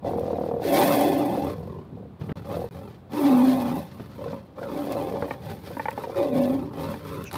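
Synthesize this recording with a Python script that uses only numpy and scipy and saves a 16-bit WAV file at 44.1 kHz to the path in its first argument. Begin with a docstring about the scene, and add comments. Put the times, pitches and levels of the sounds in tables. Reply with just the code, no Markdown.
"""A grassy enclosure where lions and a tiger fight: rattling growls break into hoarse roars and snarls.
Slack vocal folds flap unevenly and ring chest, throat and mouth; some roars lock into a pitch.
The puffs of air between the flaps rasp and sizzle at the teeth, and slow single flaps stand out as rattles.
Bodies thud on the ground, dry stalks snap, paws crunch into brush and a short thin squeal slips out.
Coloured noise is the open air behind it all; the whole level dips briefly twice."""
import sys
import numpy as np
from scipy import signal
from scipy.fft import rfft, irfft
from scipy.io import wavfile
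from scipy.ndimage import uniform_filter1d

SR = 44100
rng = np.random.default_rng(int(sys.argv[2]) if len(sys.argv) > 2 else 0)


def bounce(signal):
    """Save signal as a 16-bit WAV file at the path given by the first command-line argument."""
    frames = np.transpose(np.atleast_2d(signal))
    limited = np.clip(frames, -1, 1)
    pcm = np.round(limited * 32767).astype(np.int16)
    wavfile.write(sys.argv[1], SR, pcm)


N = 325017
T = np.arange(N) / SR


def amp(db):
    """Turns decibels into an amplitude factor."""
    return 10 ** (np.asarray(db) / 20)


def curves(rows):
    """Draws each column of a timed table as a curve over all samples."""
    s, *columns = np.transpose(rows)
    return [np.interp(T, s, c) for c in columns]


def steady(x, size=2200):
    """Levels out a sound so that its short-term power stays near one."""
    power = uniform_filter1d(uniform_filter1d(x ** 2, size), size // 2)
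    return x / np.sqrt(abs(power) + 1e-14)


def wander(hz):
    """Slow random drift of unit size that fades out above the given rate."""
    freqs = np.fft.rfftfreq(N, 1 / SR)
    x = irfft(rfft(rng.standard_normal(N)) / (1 + (freqs / hz) ** 4), N)
    return x / x.std()


def colour(x, points):
    """Shapes a sound by a spectrum of (f/Hz, level/dB) points; unit power."""
    hz, db = np.transpose(points)
    log_freqs = np.log(np.fft.rfftfreq(N, 1 / SR) + 1)
    y = irfft(rfft(x) * amp(np.interp(log_freqs, np.log(hz), db)), N)
    return y / y.std()


def resonate(x, hz, pole_width):
    """A steep resonance, three equal poles deep, that follows the curve hz; near unit power."""
    turn = np.exp(2j * np.pi * np.cumsum(hz * np.ones(N)) / SR)
    r = np.exp(-np.pi * pole_width / SR)
    # shift the resonance down to 0 Hz, smooth there, shift back up
    y = (turn * signal.lfilter([(1 - r) ** 3], np.poly([r, r, r]), x / turn)).real
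    return steady(y)


def add(mix, s, sound):
    """Lays a sound into the mix at s seconds."""
    part = mix[max(round(s * SR), 0):][:len(sound)]
    part += sound[:len(part)]


def echoes(x, wet_db, t60):
    """Scattered echoes: random taps of either sign after 3 ms, dying by 60 dB in t60 seconds."""
    t = np.arange(SR // 2) / SR
    signs = rng.choice([-1., 1.], len(t))
    hits = rng.random(len(t)) < 2500 / SR  # 2500 echoes per s on average
    taps = signs * hits * (t > .003) * amp(-60 * t / t60)
    wet = amp(wet_db) * signal.fftconvolve(x, taps / np.linalg.norm(taps))[:N]
    return (x + wet) / np.hypot(1, amp(wet_db))


def open_air():
    """The bed of the place: steady noise, heaviest in the bass."""
    # spectrum of the open air: f/Hz, level/dB
    air_spectrum = [(20, -49), (50, 12), (100, 23), (250, 14.5), (900, 3), (2000, -13.5), (4000, -18.5),
                    (6000, -32), (15000, -30)]
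    return amp(-46.5) * colour(rng.standard_normal(N), air_spectrum)


def impacts(rows, spectrum, t60, gain_db):
    """Short bursts of coloured noise with a fast onset and an exponential decay."""
    envelope, t = np.zeros(N), np.arange(6000) / SR
    for s, level_db in rows:
        onset = 1 - np.exp(-40 * t / t60)
        add(envelope, s, amp(level_db + gain_db - 60 * t / t60) * onset)
    return envelope * colour(rng.standard_normal(N), spectrum)


def body_thuds():
    """Bodies hit the ground: noise bursts weighted to the low end."""
    # blows, before the gain: t/s, level/dB
    blows = [(2.212, -30.5), (2.292, -26), (2.315, -27), (3.722, -31), (3.997, -30.5), (5.666, -39)]
    spectrum = [(20, -46), (70, 8), (170, 19.0), (450, 2), (1500, -12.5), (4000, -28), (8000, -64)]
    return impacts(blows, spectrum, t60=0.072, gain_db=6.5)


def stalk_snaps():
    """Dry stalks snap: very short bright noise bursts."""
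    # snaps, before the gain: t/s, level/dB
    breaks = [(0.195, -52), (4.9222, -41), (5.907, -47), (7.2405, -44.5), (7.3297, -43)]
    spectrum = [(800, -25), (3000, 6), (9500, 4.0), (15000, 9.0)]
    return impacts(breaks, spectrum, t60=0.013, gain_db=13.5)


def brush_crunches():
    """Paws crunch into dry brush: short noise bursts strongest around 900 Hz."""
    # steps, before the gain: t/s, level/dB
    steps = [(7.312, -39), (7.341, -36), (7.355, -35.5)]
    spectrum = [(100, -22), (900, 13.5), (2000, 2.5), (4200, 0.5), (7000, -13.0), (10000, -3.0),
                (15000, -26)]
    return impacts(steps, spectrum, t60=0.028, gain_db=9)


def squeal():
    """Air squeezed through a tight gap: narrow resonances swell and fade while their pitch falls."""
    # resonances of the gap: f/Hz, pole width/Hz, level/dB
    gap_modes = [(2570, 614, -44.5), (6110, 1230, -51)]
    start_s, length_s, fall_share = 7.248, 0.054, 0.18
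    progress = np.clip((T - start_s) / length_s, 0, 1)
    air = rng.standard_normal(N)
    fall = 1 - fall_share * (progress - .5)
    tone = sum(amp(db) * resonate(air, hz * fall, width) for hz, width, db in gap_modes)
    return np.sin(np.pi * progress) * tone


def rattle_flaps():
    """Spells out each rattling run as nearly even slow flaps: (t/s, level/dB)."""
    # runs of flaps: first flap/s, last flap/s, level/dB
    runs = [(0.109, 0.33, -25.5), (0.384, 0.564, -25), (1.557, 1.673, -39), (1.971, 2.053, -44.5),
            (2.566, 2.64, -27)]
    flaps_per_s, jitter_s, uneven_db = 39, 0.00034, 1.2
    flaps = []
    for first, last, level_db in runs:
        times = np.linspace(first, last, round((last - first) * flaps_per_s) + 1)
        late, strong = rng.standard_normal((len(times), 2)).T
        flaps += zip(times + jitter_s * late, level_db + uneven_db * strong)
    return flaps


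def single_flaps(rows, modes, scatter, rebound, grit, gain_db=8, rise_s=.001):
    """Each slow flap (s, dB, dB per octave, tuning ratio) rings the tract, rough with grit, and rebounds once."""
    out, t = np.zeros(N), np.arange(4000) / SR
    hz, db, t60 = np.transpose(modes)[:, :, None]
    for s, level_db, tilt_db, tuning in rows:
        detune, colour_db = rng.standard_normal((2, *hz.shape))
        mode_db = db + tilt_db * np.log2(hz / hz[0]) + 2 * colour_db
        swing = np.sin(2 * np.pi * hz * tuning * (1 + scatter * detune) * t)
        rings = amp(mode_db - 60 * t / t60) * swing
        flutter = signal.lfilter([.03], np.poly([.94, .94]), rng.standard_normal(rings.shape))
        flap = (rings * (1 + grit * flutter)).sum(0) * (1 - np.exp(-(t / rise_s) ** 2))
        rebound_s = rng.uniform(.002, .006)
        flap = flap + rebound * np.interp(t - rebound_s, t, flap)
        add(out, s, amp(level_db + gain_db) * flap / abs(flap).max())
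    return out


def growl_flaps(flaps):
    """Slow flaps of a growl ring the tract with the mouth half open."""
    # modes of the half-open tract: f/Hz, level/dB, t60/s
    half_open_modes = [(247, -0.5, 0.03), (336, -5, 0.062), (485, 5.5, 0.05), (701, -2.5, 0.052),
                       (840, -9, 0.026)]
    rows = [(s, db, 0, 1) for s, db in flaps]
    return single_flaps(rows, half_open_modes, scatter=.045, rebound=.2, grit=.08)


def snarl_flaps(flaps):
    """Slow flaps with bared teeth: brighter, grittier, and tuned flap by flap."""
    # modes of the tract with bared teeth: f/Hz, level/dB, t60/s
    bared_modes = [(273, 3.5, 0.03), (516, 4, 0.047), (916, 4.5, 0.047), (1633, -5, 0.018),
                   (1867, -2.5, 0.019), (2423, -9, 0.021)]
    listed_mouth_hz = 910  # mouth resonance at which the modes lie as listed
    rows = [(s, db, tilt_db, hz / listed_mouth_hz) for s, db, tilt_db, hz in flaps]
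    return single_flaps(rows, bared_modes, scatter=.025, rebound=.55, grit=.3)


def flap_pause(flaps, length_s=0.0225, depth_db=-9):
    """The folds rest around each slow flap: a short dip of the voice."""
    near = np.zeros(N)
    for s, *_ in flaps:
        near[abs(T - s) < length_s / 2] = 1
    return amp(depth_db * uniform_filter1d(near, 200))


def folds(rate_hz, jitter, uneven_db, puff_length):
    """Uneven flaps of the folds, and the decaying puff of air that each lets through."""
    turns = np.cumsum(rate_hz * np.exp(jitter * wander(69.58))) / SR
    cycle = turns.astype(int)
    strength = amp(uneven_db * np.clip(rng.standard_normal(N), -2, 2))[cycle]
    flaps = np.diff(cycle, prepend=0) * strength
    puffs = strength * np.exp(-(turns % 1) / puff_length)
    return flaps, puffs


def locked_roar(rows, flutter=0.026, shimmer=0.3, blend_s=0.029):
    """Folds swinging regularly: wavering tone, buzz of overtones, clean share, and pull on the throat's pitch."""
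    hz, clean = curves(rows)
    pull = np.clip(np.minimum(T - rows[0][0], rows[-1][0] - T) / blend_s + 1, 0, 1)
    clean = np.clip(clean, 0, .97) * pull
    turns = np.cumsum(hz * (1 + flutter * wander(59.2))) / SR
    tone = np.sqrt(2 * clean) * np.cos(2 * np.pi * turns) * (1 + shimmer * wander(47))
    buzz = np.sqrt(clean * SR / hz) * np.diff(turns.astype(int), prepend=0)
    return tone, buzz, clean, pull, pull * hz


def cries():
    """Each cry rises, changes slowly and is released; gives four levels in dB and the mouth's shape over time."""
    # bursts of growl or roar: start/s, length/s, rise/s, change over the length/dB,
    # chest/dB, throat/dB, mouth/dB, rasp at the teeth/dB (all before later trims),
    # jaw f/Hz, lip f/Hz, lip level/dB, bright overtone level/dB, glide of the mouth/octaves
    bursts = [(0.022, 0.68, 0.055, -9, -36.5, -31.5, -27, -52, 490, 708, -1, -15.5, -0.12),
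              (0.598, 0.14, 0.093, 1, -52, -28.5, -28.5, -40.5, 505, 635, 14, -4, 0.081),
              (0.678, 0.35, 0.12, -4.5, -48.5, -22, -19, -30.5, 561, 703, 2.5, -7, 0.034),
              (1.001, 0.47, 0.085, -8, -42, -21.5, -23.5, -41, 507, 739, 1.5, -10.5, 0.086),
              (1.429, 0.36, 0.024, -5, -37, -41.5, -36.5, -59.5, 432.5, 750, -22, -7.5, -0.095),
              (1.867, 0.15, 0.14, 0, -44.5, -36, -44.5, -71, 421, 653, -22, -18, -0.036),
              (2.188, 0.21, 0.022, 3, -42.5, -46, -48.5, -60, 450.5, 837.6, -5.5, -9, 0.17),
              (2.44, 0.18, 0.091, -4, -35.5, -36, -30, -46.5, 483.7, 843.4, -5.5, -10.5, 0.15),
              (2.721, 0.19, 0.036, -5, -42, -45.5, -42, -54.5, 467.4, 827, -7.5, -12.5, -0.062),
              (3.093, 0.14, 0.1, 4, -53, -29.5, -35, -45, 566, 895, -1, -6.5, -.12),
              (3.227, 0.27, 0.047, -0.5, -46.5, -19, -28, -41.5, 535.5, 806.5, 1, -6, -0.15),
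              (3.499, 0.29, 0.045, -5, -43, -25, -30, -43, 526, 776, 1, -6, 0.13),
              (3.889, 0.3, 0.08, -4, -44, -52.5, -50.5, -56, 486, 880, -5.5, -4.5, 0.013),
              (4.15, 0.2, 0.12, -4, -40.5, -37.5, -33.5, -53, 520, 916.6, -8, -15, 0.092),
              (4.552, 0.15, 0.064, -1, -50, -43.5, -34, -54, 530.5, 923, -12, -11.5, 0.15),
              (4.659, 0.22, 0.13, 0, -56, -31, -34.5, -48, 534.3, 800.3, -4, -10.5, -0.14),
              (4.883, 0.44, 0.05, -5, -43, -32, -29.5, -47, 525, 822.3, -4.5, -11, -0.088),
              (5.388, 0.13, 0.12, -1, -37.5, -47.5, -37, -48.5, 515.2, 917, -3, -19, -0.023),
              (5.601, 0.36, 0.088, -4, -45.5, -44.5, -42, -48.5, 500, 942.7, -7.5, -13.5, 0.08),
              (5.956, 0.2, 0.018, -2, -48, -45, -35.5, -51, 486.4, 950, -10, -12, 0.027),
              (6.151, 0.17, 0.051, -12, -42, -23.5, -19, -42, 516, 744.6, -12, -16, -0.025),
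              (6.301, 0.21, 0.099, -7, -41.5, -21, -22, -43, 520, 740, -8.5, -17, 0.23),
              (6.5, 0.25, 0.039, -15, -34.5, -25, -33.5, -50, 504, 860, -4, -7, -0.1),
              (6.717, 0.22, 0.11, -4, -37, -33, -31.5, -45, 469.5, 879.6, -5.5, -11.5, 0.22),
              (6.994, 0.21, 0.12, 1, -41, -41, -37.5, -49, 476, 1031, -5.5, -8, 0.28),
              (7.316, 0.053, 0.029, 3.5, -42, -39.5, -39, -45, 467, 907, 7, -4, 0.046)]
    # chest, throat, mouth, rasp [dB per s]
    release = np.array([109, 190, 190, 87])[:, None]
    power, shape, weight = np.zeros((4, N)), np.zeros((6, N)), np.zeros(N)
    for start, length, rise, change_db, chest, throat, mouth, rasp, *mouth_shape in bursts:
        now = slice(*np.searchsorted(T, [start, start + length + .5]))
        t = T[now] - start
        progress = np.minimum(t / length, 1)
        levels_db = np.array([chest, throat, mouth, rasp])[:, None] + change_db * progress
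        levels_db = levels_db - release * np.maximum(t - length, 0)
        swell = np.sin(np.pi / 2 * np.minimum(t / rise, 1))
        cry = (amp(levels_db) * swell) ** 2
        power[:, now] += cry
        # where cries overlap, the louder mouth decides the shape
        shape[:, now] += cry[2] * np.array(np.broadcast_arrays(progress, *mouth_shape))
        weight[now] += cry[2]
    return 10 * np.log10(power + 1e-9), shape / (weight + 1e-30)


def teeth_noise(air, rasp_db):
    """Puffing air rasps in the mouth and sizzles at the teeth, both flickering in level."""
    # rasp in the mouth: f/Hz, level/dB
    rasp_spectrum = [(900, -8.5), (1500, 9.5), (2700, 1.5), (4200, 3), (5600, -4.5), (7200, -12),
                     (16000, -44)]
    # sizzle at the teeth: f/Hz, level/dB
    sizzle_spectrum = [(4000, -22.5), (7500, -14), (8400, -5.5), (11500, -1), (14600, 1.5), (15600, -9)]
    air = echoes(air, wet_db=-9.5, t60=0.0087)  # near echoes colour the rasp
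    # the sizzle grows faster with the airflow than the rasp does
    sizzle_db = -1.0 + 0.26 * (rasp_db + 35.5) + 2.1 * wander(37)
    sizzle = amp(sizzle_db) * colour(air, sizzle_spectrum)
    rasp = amp(2.56 * wander(23.0)) * colour(air, rasp_spectrum)
    return (rasp + sizzle) * amp(rasp_db - 3.0)


def voices(slow_flaps, breathy=0.93, leak=0.99, buzz_share=0.4):
    """Flaps and puffs of the folds ring the chest, throat and mouth; the same puffs rasp past the teeth."""
    # roars that lock into a pitch, one list each: t/s, pitch f/Hz, clean share/0-1
    roars = [
        [(0.98, 274.6, 0.4), (1.08, 297, 0.03), (1.25, 299.1, 0.1)],
        [(3.17, 294, 0.1), (3.24, 286.6, 0.3), (3.27, 284.4, 1), (3.36, 249, 0.73), (3.4, 253.8, 0.96),
         (3.5, 261.2, 0.86), (3.57, 250.5, 0.46), (3.68, 238, 0.4), (3.77, 255.8, 0.07)],
        [(6.17, 364.7, 0.2), (6.215, 336, 0.22), (6.3, 253.8, 0.2), (6.48, 247.2, 0.58), (6.56, 285.2, 0.29),
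         (6.62, 242, 0.06)],
    ]
    # the voice follows the effort: throat level/dB, fold flap rate/Hz, throat f/Hz, coarseness/0-1
    effort_law = [(-42, 41, 230, 0.23), (-32, 90, 273, 0.35), (-23, 140, 272, 0.13)]
    # chest resonances: f/Hz, pole width/Hz, level/dB
    chest_modes = [(192, 90, 0.5), (95, 53, -0.5)]
    # narrow upper resonances of the open mouth: f/Hz, level/dB
    upper_modes = [(1780, 4.5), (2050, 6), (2500, 7.5), (3450, 6)]
    sway, upper_sway = 0.07, 0.056  # shares by which the resonances wander
    throat_sink, mouth_arch = 0.13, 0.058  # shares of f by which throat sinks and mouth opens and closes

    (chest_db, throat_db, mouth_db, rasp_db), mouth_shape = cries()
    progress, jaw_hz, lip_hz, lip_db, bright_db, glide = mouth_shape
    # a hissing snarl strains the folds like a throat 14 dB above its rasp
    effort = np.maximum(throat_db, rasp_db + 14)
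    effort_db, *law = np.transpose(effort_law)
    rate_hz, throat_hz, coarse = (np.interp(effort, effort_db, column) for column in law)
    tone, buzz, clean, pull, roar_hz = np.sum([locked_roar(rows) for rows in roars], axis=0)
    throat_hz = (1 - pull) * throat_hz * (1 - throat_sink * (progress - .5)) + roar_hz
    opening = 1 + mouth_arch * (np.sin(np.pi * progress) - .85)
    opening = opening * 2 ** (glide * (progress - .5))
    jaw_hz, lip_hz = jaw_hz * opening, lip_hz * opening

    flaps, puffs = folds(rate_hz * np.exp(.2 * wander(9)), jitter=.2, uneven_db=2.2, puff_length=.55)
    air = (leak + puffs) * rng.standard_normal(N)
    drive = steady(flaps) + breathy * steady(air)
    drive = echoes(drive, wet_db=-1.0, t60=0.049)  # first echoes smear one flap into the next
    drive = np.sqrt(np.clip(1 - buzz_share * clean, 0, 1)) * drive + np.sqrt(buzz_share) * buzz
    # slack folds break the voice into separate puffs
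    chop = steady(1 - coarse + coarse * steady(uniform_filter1d(puffs, size=80)))

    def formant(hz, pole_width):
        """Tongue and jaw sway each resonance on its own."""
        return resonate(drive, hz * (1 + sway * wander(11.0)), pole_width)

    chest = steady(sum(amp(db) * formant(hz, width) for hz, width, db in chest_modes))
    hoarse = steady(formant(throat_hz, 159), size=1400)
    throat = np.sqrt(np.clip(1 - clean, 0, 1)) * hoarse + tone

    mouth = formant(jaw_hz, 168) + amp(lip_db) * formant(lip_hz, 217)
    mouth = mouth + amp(bright_db) * formant(lip_hz + 334, 393)  # the bright overtone rides above the lip
    # tongue and jaw make the mouth's loudness uneven
    mouth = steady(mouth, size=1400) * amp(1.0 * wander(20))

    upper = 0
    for hz, db in upper_modes:
        swaying_hz = hz * opening * (1 + upper_sway * wander(14.4))
        upper = upper + amp(db) * resonate(drive, swaying_hz, hz / 8.6)
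    # the upper resonances grow with both the mouth and the rasp
    upper = amp(-5 + 0.4 * mouth_db + 0.74 * rasp_db) * steady(upper)

    tract = amp(throat_db) * throat + chop * (amp(mouth_db) * mouth + upper)
    voice = amp(chest_db + 3.0) * chest + flap_pause(slow_flaps) * tract
    return voice + teeth_noise(air, rasp_db)


def scene():
    """The fight with its echoes from ground, slope and trees, over the open air."""
    # lone slow flaps of a growl, before the gain: t/s, level/dB
    lone_flaps = [(0.046, -26.5), (0.597, -27.5), (0.65, -24), (1.374, -24), (2.486, -33.5), (4.259, -28.5),
                  (4.615, -33.5), (4.868, -29), (4.951, -25.5), (5.111, -30), (5.137, -28), (5.704, -35),
                  (6.071, -31.5), (6.095, -30)]
    # single flaps with bared teeth, before the gain: t/s, level/dB, brightness/dB per octave, mouth f/Hz
    bared_flaps = [(4.329, -31, -2.5, 921), (5.223, -25.5, -1, 830), (5.281, -36, 0, 880),
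                   (5.308, -24.5, 1.5, 882), (5.339, -38.5, 2, 911), (5.768, -28, -4.5, 933),
                   (5.795, -25, 3, 897), (5.855, -26, 7.5, 808), (5.883, -21, 3.5, 880),
                   (5.913, -37, 8, 950), (5.976, -26.5, -1.5, 814), (6.036, -30, 2.5, 914),
                   (6.939, -31.5, 0, 887)]
    slow_flaps = lone_flaps + rattle_flaps()
    air = open_air()
    ground = body_thuds() + stalk_snaps() + brush_crunches()
    slow_voice = squeal() + growl_flaps(slow_flaps) + snarl_flaps(bared_flaps)
    fight = ground + slow_voice + voices(slow_flaps + bared_flaps)
    return (echoes(fight, wet_db=-12.0, t60=0.11) + air)[None]


def record(dry):
    """A small microphone thins the deep bass; the level dips briefly twice; a low-pass limits the treble."""
    thin = signal.sosfilt(signal.butter(2, 70, "high", fs=SR, output="sos"), dry)
    dips_s = [(2.327, 2.356), (2.690, 2.709)]
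    dipped = uniform_filter1d(sum(1. * (T > a) * (T < b) for a, b in dips_s), 60)
    low_pass = signal.firwin(511, 15750, window=("kaiser", 9), fs=SR)
    return signal.oaconvolve(thin * amp(-32 * dipped), low_pass[None], "same")


dry = scene()
out = record(dry)
bounce(out)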